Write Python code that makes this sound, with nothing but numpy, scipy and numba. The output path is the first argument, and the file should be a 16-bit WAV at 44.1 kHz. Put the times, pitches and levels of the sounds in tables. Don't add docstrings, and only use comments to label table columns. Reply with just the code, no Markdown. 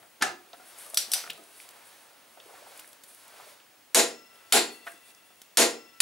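import sys
import numpy as np
from scipy import signal
from scipy.fft import rfft, irfft, next_fast_len
from scipy.io import wavfile
from scipy.ndimage import uniform_filter1d
from numba import njit

SR = 44100
rng = np.random.default_rng(int(sys.argv[2]) if len(sys.argv) > 2 else 0)


def volts(x):
    e = np.asarray(x, float) / 20
    return 10 ** e


def master_out(mix):
    frames = np.transpose(np.atleast_2d(mix))
    ceiling = np.clip(frames, -1, 1)
    pcm = np.round(ceiling * 32767).astype(np.int16)
    wavfile.write(sys.argv[1], SR, pcm)


N = 265261
LEAD_S = .003


def on_log(table, hz):
    at_hz, value = np.transpose(table)
    return np.interp(np.log(np.maximum(hz, 1)), np.log(at_hz), value)


def shaped(x, gain):
    size = 2 * next_fast_len(len(x) // 2 + 1)
    hz = np.arange(size // 2 + 1) * SR / size
    return irfft(rfft(x, size) * gain(hz), size)[:len(x)]


def causal(gain_at):
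    def gain(hz):
        fold = irfft(np.log(gain_at(hz) + 1e-9))
        half = len(fold) // 2
        fold = np.concatenate([fold[:1], 2 * fold[1:half], np.zeros(len(fold) - half)])
        return np.exp(rfft(fold))
    return gain


def bump(hz, centre_hz, octaves):
    return np.exp(-(np.log2(np.maximum(hz, 1) / centre_hz) / octaves) ** 2)


def unit(x):
    return x / np.sqrt(2 * np.max(uniform_filter1d(x ** 2, size=128)))


def fade(t, t60_s):
    return np.exp(-np.log(1000) * t / t60_s)


def add(out, at_s, sound):
    i = int(at_s * SR)
    sound = sound[..., :N - i]
    out[..., i:i + sound.shape[-1]] += sound


def walk(rate_hz):
    k = int(SR / rate_hz)
    return uniform_filter1d(np.repeat(rng.standard_normal(N // k + 1), k), k)[:N]


def ring(modes, length_s, scatter_db, rough=0.69):
    t = np.arange(int(length_s * SR)) / SR
    total = 0
    for hz, db, t60_s in modes:
        strength, *neighbours = rng.standard_normal(5)
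        group = np.sin(2 * np.pi * hz * t)
        for off, turn in (neighbours[:2], neighbours[2:]):
            near_hz = hz + (10 + .0035 * hz) * (off + .5 * np.sign(off))
            group = group + rough * np.sin(2 * np.pi * near_hz * t + 3 * turn)
        total = total + volts(db + scatter_db * strength) * fade(t, t60_s) * group
    return unit(total)


def crack(spectrum, contact_ms, tilt_db, rise_ms=0.765, wet_db=0):
    n = np.arange(int(.12 * SR))
    t = np.maximum(n / SR - LEAD_S, 0)
    rise = np.minimum(1000 * t / rise_ms, 1) ** 2
    rattle = rng.standard_normal(len(t)) * fade(t, contact_ms * .003) * rise
    blow = np.sqrt(np.sum(rattle ** 2)) * (n == int((LEAD_S + rise_ms / 1000) * SR))
    tilt = lambda hz: tilt_db * np.log2(np.maximum(hz, 50) / 3000)
    colour = causal(lambda hz: volts(on_log(spectrum, hz) + tilt(hz)))
    direct = shaped(rattle, colour)
    level = unit(direct).std() / direct.std()
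    quiet = np.minimum(n / (LEAD_S * SR), 1) ** 40
    return quiet * np.array([unit(direct), volts(wet_db) * level * shaped(blow, colour)])


# hz, level_db per Hz
HUSH_SPECTRUM = [(18, -58), (30, -14), (307, 4.5), (574, -6.5), (689, 1), (1390, 1.5), (2970, 0),
                 (3390, -2), (7610, -5), (12800, -7.5), (15400, -7.5)]


def hush():
    noise = shaped(rng.standard_normal(N), lambda hz: volts(on_log(HUSH_SPECTRUM, hz)))
    return noise / noise.std() * volts(-60.0)


def rumble():
    low = lambda hz: bump(hz, 112.0, 0.51) + 0.33 * bump(hz, 40., 1.2)
    mid, side = (shaped(rng.standard_normal(N), low) for _ in range(2))
    return volts(-84.0) * (mid + 0.19 * side * np.array([[1], [-1]])) / mid.std()


# hz, t60_s
ROOM_T60 = [(100, 0.41), (400, 0.37), (1500, 0.29), (5000, 0.28), (14000, 0.16)]


def room_response():
    gap_s, rise_s = .002, .004
    t = np.arange(int(.6 * SR)) / SR
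    tail = np.zeros(len(t))
    for hz in 60 * 2. ** np.arange(9):
        band = shaped(rng.standard_normal(len(t)), lambda f: bump(f, hz, 0.98))
        build_up = np.clip((t - gap_s) / (rise_s + 5.4 / hz), 0, 1)
        tail += band * fade(t, on_log(ROOM_T60, hz)) * build_up
    spectrum = rfft(tail)
    power = lambda span_hz: uniform_filter1d(np.abs(spectrum) ** 2, size=int(span_hz * t[-1]))
    tail = irfft(spectrum * np.sqrt(power(500) / power(50)), len(t))
    tail = tail * np.clip((t - gap_s) / rise_s, 0, 1) * np.clip((t[-1] - t) / .1, 0, 1)
    return volts(-6) * tail / np.sqrt(np.sum(tail ** 2))


def movements(table):
    peak_s, rise_s, fall_s, level_db, shift_db = np.transpose(table)[:, :, None]
    late_s = np.arange(N) / SR - peak_s
    spans = np.where(late_s < 0, -late_s / np.maximum(rise_s, .02), late_s / np.maximum(fall_s, .02))
    gain = volts(level_db - 12 * spans)
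    total = lambda g: np.sqrt(np.sum(g ** 2, axis=0))
    return total(gain), total(gain * volts(shift_db))


# peak_s, rise_s, fall_s, level_db, heaviness_db
FOLDS = [(0, .1, 0.084, -60, 4), (.82, 0.15, 0.14, -51, -20), (1.14, 0.84, 0.12, -48.5, -5),
         (1.29, 0.083, 0.18, -62, 12.5), (1.8, 0.47, 0.6, -49, -12), (2.33, 0.18, .1, -75, -9),
         (2.55, 0.2, 0.49, -47.5, -5), (2.77, 0.25, 0.036, -50.5, -22), (3.4, 0.21, 0.19, -46, -10),
         (4.4, 0.19, 0.15, -54, -6), (4.75, .1, 0.55, -59, -1.5), (5.75, .1, 0.25, -59, 3)]
# peak_s, rise_s, fall_s, level_db, coarseness_db
SLIDES = [(0, .1, 0.24, -56.5, -15), (.82, 0.21, 0.17, -44.5, 1), (.98, 0.26, 0.16, -47, -19),
          (1.18, 0.085, 0.08, -37.5, 5.5), (1.62, 0.22, 0.062, -50, 3), (1.98, 1, 0.11, -54, 1),
          (2.52, 0.93, 0.22, -56, -0.5), (2.78, 0.24, 0.11, -49, 2), (2.87, 0.097, 0.064, -49, -10),
          (3.09, .04, .1, -46, -8), (3.2, 0.18, 0.3, -52, -0.5), (3.5, .3, 0.058, -53.5, 8),
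          (4.35, 0.057, 0.18, -61, 2), (4.73, .1, 0.057, -48.5, 0.5), (4.87, 0.034, 0.093, -48, 1.5),
          (5.08, 0.11, 0.32, -56, -16)]


def cloth():
    tight, heavy = movements(FOLDS)
    hiss, coarse = movements(SLIDES)
    rub = np.hypot(coarse, volts(-4.5) * tight)
    # level, rest_db, centre_hz, octaves, grain_db, flicker_hz, flicker_db
    bands = ((heavy, -65, 580.0, 0.67, 2.1, 31, 2),
             (tight, -90, 880.0, 1.55, 1.07, 13, 1.04),
             (rub, -88, 2610.0, 2.57, 2.3, 27, 0.75),
             (hiss, -68, 9860.0, 0.36, 2.3, 27, 3))
    out = np.zeros(N)
    for level, rest_db, centre_hz, octaves, grain_db, flicker_hz, flicker_db in bands:
        grains = rng.standard_normal(N) * volts(grain_db * rng.exponential(size=N))
        band = shaped(grains, lambda hz: bump(hz, centre_hz, octaves))
        flicker = volts(-9.0 + flicker_db * walk(flicker_hz))
        out += band / band.std() * np.hypot(level, volts(rest_db)) * flicker
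    return out


def touches(table, skirt_db, rise_ms):
    out = np.zeros((2, N))
    for start_s, peak_db, centre_hz, contact_ms in table:
        colour = [(centre_hz / 8, 3 * skirt_db), (centre_hz, 0), (centre_hz * 8, 3 * skirt_db)]
        add(out, start_s - LEAD_S, volts(peak_db - 4.0) * crack(colour, contact_ms, 0, rise_ms, wet_db=-5.0))
    return out


# start_s, peak_db, centre_hz, contact_ms
BUMPS = [
    (.005, -54, 129, 27),
    (.57, -58, 260, 26),
    (1.07, -47.5, 253, 22),
    (1.28, -50, 168, 94),
    (1.38, -47, 300, 69),
    (.33, -44.5, 284, 60),
    (2.53, -52, 108, 35),
    (3.41, -58, 109, 25),
    (4.93, -47.5, 297, 27),
]


def body_bumps():
    return touches(BUMPS, skirt_db=-15.0, rise_ms=12.0)


# start_s, peak_db, centre_hz, contact_ms
CREASES = [(2.45, -42.5, 437, 83), (2.485, -43, 695, 21), (2.492, -47, 1160, 38), (2.52, -42, 785, 24),
           (2.545, -45, 1320, 22), (2.615, -43, 560, 12), (2.66, -44, 784, 11), (2.71, -43, 694, 19),
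           (3.33, -44.5, 655, 14), (3.39, -40.5, 960, 25), (3.46, -47, 580, 51), (1.15, -36, 776, 51),
           (1.19, -45, 760, 37)]


def cloth_creases():
    return touches(CREASES, skirt_db=-23.5, rise_ms=9.0)


# start_s, peak_db, centre_hz, contact_ms
FIBRE_TAPS = [(.7835, -37.5, 9500, 5.5), (.862, -39, 11000, 5), (.897, -35, 10300, 22),
              (1.331, -41, 9000, 4), (1.375, -45, 9200, 8), (1.436, -45.5, 8500, 4),
              (1.706, -44.5, 9000, 4), (2.773, -39, 9920, 5), (2.874, -42, 10300, 5),
              (2.888, -46, 10500, 4), (2.92, -49, 10000, 5), (3.0889, -48.5, 10800, 5),
              (3.1462, -40, 10100, 2.7), (3.2779, -43, 9700, 6), (4.881, -45, 9000, 6),
              (4.892, -49, 11000, 5.8), (4.916, -42, 8900, 7), (4.935, -52, 8500, 5), (4.975, -51, 9000, 5)]


def fibre_slips():
    return touches(FIBRE_TAPS, skirt_db=-18, rise_ms=3.0)


# start_s, peak_db, centre_hz, contact_ms
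GLOVE_TAPS = [
    (1.6886, -36.5, 9340, 5),
    (2.794, -33, 9000, 11),
    (2.9294, -39, 6480, 4),
    (3.035, -37.5, 8000, 14),
    (5.4159, -35.5, 6970, 8.2),
    (1.3015, -27, 3600, 8),
]


def glove_snaps():
    return touches(GLOVE_TAPS, skirt_db=-2.5, rise_ms=1.6)


# start_s, level_db, pitch_hz, t60_s
SQUEAK = (1, -39, 4502, 5)


def glove_squeak():
    out = np.zeros((2, N))
    start_s, level_db, pitch_hz, t60_s = SQUEAK
    chirp = ring([(pitch_hz, 0, t60_s)], .05, 0) * np.hanning(int(.05 * SR))
    add(out, start_s, volts(level_db) * chirp)
    return out


# start_s, peak_db, centre_hz, contact_ms
STEEL_TAPS = [(0.027, -50, 2600, 2.3), (0.5309, -37, 3920, 6.8), (1.2985, -24.5, 3000, 11),
              (1.302, -30.5, 2970, 14), (2.792, -39, 2900, 3), (2.844, -42.5, 1900, 4),
              (1.3135, -42, 2800, 4.9), (1.4337, -59, 2900, 5), (1.6, -37.5, 2540, 2.8),
              (2.4, -39, 3100, 6.3), (2.373, -39.5, 540, 8), (.212, -29, 3600, 10), (6.6, -50, 2500, 4.2),
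              (1.24, -35.5, 1800, 5.3), (1.275, -34, 1470, 6.9), (4.868, -28, 1570, 31),
              (4.357, -51, 3200, 6), (3.6, -46, 2700, 4.2), (5.1484, -46.5, 5700, 4)]


def steel_taps():
    return touches(STEEL_TAPS, skirt_db=-17, rise_ms=.8)


# start_s, peak_db, centre_hz, contact_ms
HANDLE_TAPS = [(0.029, -50, 734, 22), (0.449, -54.5, 714, 10), (0.534, -41.5, 712, 43),
               (0.598, -45.5, 740, 17), (0.861, -43.5, 636, 8.3), (0.936, -41, 657, 7.5),
               (1.239, -38.5, 758, 12), (1.264, -41, 686, 8.4), (1.377, -45.5, 670, 5.6),
               (4.866, -39.5, 674, 41), (5.304, -54, 703, 11)]
# multiple of centre, level_db, t60_s
HANDLE_MODES = [(1, 3, 0.091), (1.87, 0.5, .055)]


def handle_knocks():
    out = touches(HANDLE_TAPS, skirt_db=-7, rise_ms=.8)
    for start_s, peak_db, centre_hz, _ in HANDLE_TAPS:
        modes = [(k * centre_hz, db, t60_s) for k, db, t60_s in HANDLE_MODES]
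        add(out, start_s, volts(peak_db - 1) * ring(modes, .15, 1.0))
    return out


def struck(blows, spectrum, mode_hz, modes, column, ring_db):
    out = np.zeros((2, N))
    for start_s, peak_db, contact_ms, rise_ms, tilt_db in blows:
        add(out, start_s - LEAD_S, volts(peak_db) * crack(spectrum, contact_ms, tilt_db, rise_ms))
        shorter = min(contact_ms / 10, 1) ** 2
        body = [(hz, mode[column] + tilt_db * np.log2(hz / 3000) / 2, mode[0] * shorter)
                for hz, mode in zip(mode_hz, modes)]
        add(out, start_s + rise_ms / 1000, volts(peak_db + ring_db) * ring(body, .3, 1.6))
    return out


# start_s, peak_db, contact_ms, rise_ms, tilt_db per octave
SEATING = [
    (.2, -32.5, 310, 13.8, -3),
    (.209, -40, 10, 10, 3.5),
    (.2205, -14.5, 13, 3, 3.5),
    (.236, -25.5, 12, 2.07, -1),
]
# hz, level_db
KNOCK = [(47, -50), (80, -13), (563, -11), (751, 3.5), (1090, -18.5), (1370, -3.5), (3240, -18),
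         (6500, -21), (10700, -28.5), (14600, -45), (16000, -85)]
SOCKET_HZ = [358, 391, 678, 780, 880, 1270, 1391, 1650, 1730, 2060, 2500, 2740, 4460]
# t60_s, level_db
SOCKET = [(0.34, -10), (0.35, -6), (0.16, -8), (0.12, -5.5), (0.073, 0.5), (0.25, -4), (0.074, 6),
          (.07, -9), (0.1, 5.5), (0.065, -18), (.066, -20), (0.058, -4), (.6, -36)]


def socket_seats():
    return struck(SEATING, KNOCK, SOCKET_HZ, SOCKET, column=1, ring_db=-4.0)


# start_s, peak_db, contact_ms, rise_ms, tilt_db per octave
FIRST_TOOTH = [
    (.9425, -25, 6, 2.5, 5.5),
    (.9712, -11, 8.3, 1.9, 2.5),
]
SECOND_TOOTH = [
    (1.116, -20.5, 7.5, 1.6, 5.6),
    (1.1335, -14.5, 14, 2, 2.4),
]
# hz, level_db
TICK = [(200, -62), (700, -19), (1050, -13), (1460, 0), (2400, 0), (3500, 3.5), (5800, 4.5), (6700, -3.5),
        (9240, 2.5), (12500, -1.5), (16000, -16)]
RATCHET_HZ = [760, 1400, 3500, 3850, 4750, 5045, 5875, 5940, 7725, 8900, 9190, 9560, 10500, 12400]
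# t60_s, first_tooth_db, second_tooth_db
RATCHET = [(0.21, -16, -5.5), (0.13, -5, -13), (0.14, -1, -10), (0.078, -6, -10), (0.11, -4, -12),
           (0.15, -5, 1), (.14, 2, -8), (.17, -10, 1), (.08, 10, 1), (0.051, 2, 7), (0.088, -1, 0),
           (0.052, -20, 7), (.06, -5, 4), (.04, -16, -5)]


def ratchet():
    first = struck(FIRST_TOOTH, TICK, RATCHET_HZ, RATCHET, column=1, ring_db=-6.5)
    return first + struck(SECOND_TOOTH, TICK, RATCHET_HZ, RATCHET, column=2, ring_db=-5.5)


DISC_HZ = [1347, 1973, 2701, 3457, 4397, 5324, 6363, 8791]
DISC_SPLIT_HZ = [7.6, 22, 14.5, 9, 9.5, 24.5, 12, 15]
DISC_TWIN = [1, 1, -1, 1, 1, 1, 1, 1]
# t60_s, break_db, reset_db
DISC = [(4.2, -58.5, -72), (2.5, -57.5, -55), (3, -58.5, -54), (4.1, -67, -62.5), (0.53, -45, -31),
        (1.02, -44.5, -67), (0.58, -46, -45), (0.35, -52, -50)]


def brake_disc(column):
    t = np.arange(int(1.4 * SR)) / SR
    out = np.zeros(len(t))
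    for hz, split_hz, twin, mode in zip(DISC_HZ, DISC_SPLIT_HZ, DISC_TWIN, DISC):
        pair = np.sin(2 * np.pi * hz * t) + 0.6 * twin * np.sin(2 * np.pi * (hz + split_hz) * t)
        out += volts(mode[column]) * fade(t, mode[0]) * pair
    return out


FORK_HZ = [241, 294, 331, 374, 426, 469, 496, 575, 647, 680, 754, 822, 910, 1052]
# t60_s, break_db, reset_db
FORK = [(0.41, -5, -10.5), (0.31, -6, -15), (.3, -6.5, -24), (0.25, 1.5, -10), (0.26, 3.5, 1.5),
        (0.3, 5.5, -8), (0.29, 0.5, -3.5), (0.4, -5, -14), (.22, 1.5, -9), (0.26, 5, 0.5), (.2, -13, 2),
        (0.28, -0.5, 0.5), (.2, -3, -5), (0.17, -6, -1)]


def fork_thud(column):
    modes = [(hz, mode[column], mode[0]) for hz, mode in zip(FORK_HZ, FORK)]
    thud = ring(modes, .45, 1.0, rough=.25)
    rise = np.minimum(np.arange(len(thud)) / SR / 0.0042, 1)
    return volts(np.array([[0], [-9]])) * thud * rise


def tube_ring(tube_hz, tube, rise_ms):
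    tone = ring([(hz, *mode) for hz, mode in zip(tube_hz, tube)], .4, 0.79)
    return tone * np.minimum(1000 * np.arange(len(tone)) / SR / rise_ms, 1)


def pawl_blows(blows, spectrum, tube_hz, tube, column, rise_ms):
    near, disc = np.zeros((2, N)), np.zeros(N)
    thin = lambda hz: (1j * hz / (1j * hz + 1170.0)) ** 2
    for start_s, blow_db, thud_db, tilt_db in blows:
        direct, blow = crack(spectrum, 10.3, tilt_db, rise_ms, wet_db=4.5)
        add(near, start_s - LEAD_S, volts(blow_db) * np.array([shaped(direct, thin), blow]))
        add(near, start_s, volts(blow_db - 7.0) * tube_ring(tube_hz, tube, rise_ms))
        add(near, start_s + 0.00328, volts(blow_db + thud_db - 9.0) * fork_thud(column))
        add(disc, start_s, brake_disc(column))
    return near, disc


# start_s, blow_db, thud_db, tilt_db per octave
RESETS = [
    (4.523, 0.23, -0.5, 0),
    (6.0026, -2.3, -3, 0),
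]
# hz, level_db
RESET_CRACK = [(71, -58), (120, -26), (200, -11), (418, -4.5), (592, -15.5), (684, -5), (1160, -14),
               (1370, -8), (1900, -10), (3900, -7.5), (6500, -13), (7200, -6.5), (16000, -20)]
RESET_HZ = [1404, 2450, 3260, 3832, 4390, 7214, 7257, 7682, 8520, 10000, 10300, 10550, 10900]
# level_db, t60_s
RESET_TUBE = [(-4.5, 0.18), (-6, 0.27), (-1.5, 0.055), (-6, 0.22), (-5.5, 0.23), (2.5, 0.24), (-4, 0.22),
              (-9, 0.18), (-14, 0.13), (11, 0.1), (-3, 0.06), (3, 0.078), (6, 0.12)]


def pawl_resets():
    return pawl_blows(RESETS, RESET_CRACK, RESET_HZ, RESET_TUBE, column=2, rise_ms=1.2)


# start_s, blow_db, thud_db, tilt_db per octave
BREAKS = [
    (3.946, 0.5, 3, 0),
    (5.5715, 1, 1.5, -0.5),
]
# hz, level_db
BREAK_CRACK = [(71, -56), (120, -26), (213, -10), (436, -2.5), (757, -7), (1070, -7.5), (1160, -8.5),
               (1680, -5.5), (3310, -7), (5990, -6), (6770, -5), (10800, -5), (16000, -23.5)]
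BREAK_HZ = [1391, 1680, 2546, 3975, 4474, 5536, 6625, 6705, 6904, 7003, 7310, 8570, 8795, 10700]
# level_db, t60_s
BREAK_TUBE = [(-6, 0.16), (0.5, 0.045), (0, 0.069), (-4, 0.15), (1, 0.14), (-21, 0.39), (-16.5, 0.35),
              (-5, 0.2), (-3, 0.12), (0.5, 0.17), (-8, 0.26), (4, 0.1), (-6.5, 0.23), (-3, 0.099)]


def pawl_breaks():
    return pawl_blows(BREAKS, BREAK_CRACK, BREAK_HZ, BREAK_TUBE, column=1, rise_ms=.45)


# start_s, left_minus_right_db
LEAN = [
    (0, 1),
    (.45, -2),
    (.7, 0.7),
    (1.6, -1.2),
    (2.3, -1),
    (3.8, -0.8),
    (6, -0.5),
]
# hz, left_lead_rad
PORT_PHASE = [(60, .1), (250, .5), (520, .85), (1800, .45), (4000, .35), (7000, .08), (12000, 0)]
# hz, left_minus_right_db
PORT_BALANCE = [(100, 0), (380, 1), (700, 1), (1300, 1.2), (4400, 1), (10000, 1.7)]
# hz, level_db
UNLIKE = [(60, -20), (250, -22), (700, -7), (2000, -6.5), (4000, -5), (8000, -8.5), (14000, -17)]


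def scene():
    break_near, break_disc = pawl_breaks()
    reset_near, reset_disc = pawl_resets()
    disc = break_disc + reset_disc
    taps = steel_taps() + glove_snaps() + handle_knocks() + cloth_creases() + body_bumps() + fibre_slips()
    small = socket_seats() + ratchet() + taps + glove_squeak()
    direct, to_walls = break_near + reset_near + small + cloth()
    alike, other = (signal.fftconvolve(to_walls, room_response())[:N] + hush() for _ in range(2))
    alike = alike + direct + disc
    other = shaped(other + disc, causal(lambda hz: volts(on_log(UNLIKE, hz))))

    def port(share):
        return lambda hz: volts(share * on_log(PORT_BALANCE, hz)) * np.exp(1j * share * on_log(PORT_PHASE, hz))

    lean_db = np.interp(np.arange(N) / SR, *np.transpose(LEAN)) * np.array([[.5], [-.5]])
    return volts(lean_db) * np.array([shaped(alike, port(0.33)) + other, shaped(alike, port(-0.66)) - other])


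@njit
def limiter_gain(level, top, slope, attack, release):
    gain, envelope = np.empty(len(level)), 1e-9
    for i in range(len(level)):
        envelope += (level[i] - envelope) * (attack if level[i] > envelope else release)
        gain[i] = min(1., (top / envelope) ** slope)
    return gain


def top_cut(x):
    return signal.sosfilt(signal.butter(12, 16000, fs=SR, output="sos"), x)


def record(dry):
    mic_low_hz, mic_top_hz, whistle_hz, whistle_db = 175, 16100, 15625, -68.5
    limit_db, ratio, attack_s, release_s = -14.5, 15, .0004, .012
    ahead, ceiling = 30, .8
    dry = signal.sosfilt(signal.butter(N=2, Wn=mic_low_hz, btype="high", fs=SR, output="sos"), dry)
    level = np.sqrt(uniform_filter1d(np.mean(dry ** 2, axis=0), size=88) + 1e-18)
    gain = limiter_gain(level, volts(limit_db), 1 - 1 / ratio, 1 / (attack_s * SR), 1 / (release_s * SR))
    held = dry * np.append(gain[ahead:], np.full(ahead, gain[-1]))
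    held = ceiling * np.tanh(held / ceiling)
    held = signal.sosfilt(signal.cheby2(N=10, rs=38, Wn=mic_top_hz + 250, fs=SR, output="sos"), held)
    whistle = np.sqrt(2) * volts(whistle_db) * np.sin(2 * np.pi * whistle_hz * np.arange(N) / SR)
    mix = held + rumble() + whistle * gain
    return top_cut(mix)


dry = scene()
out = record(dry)
master_out(out)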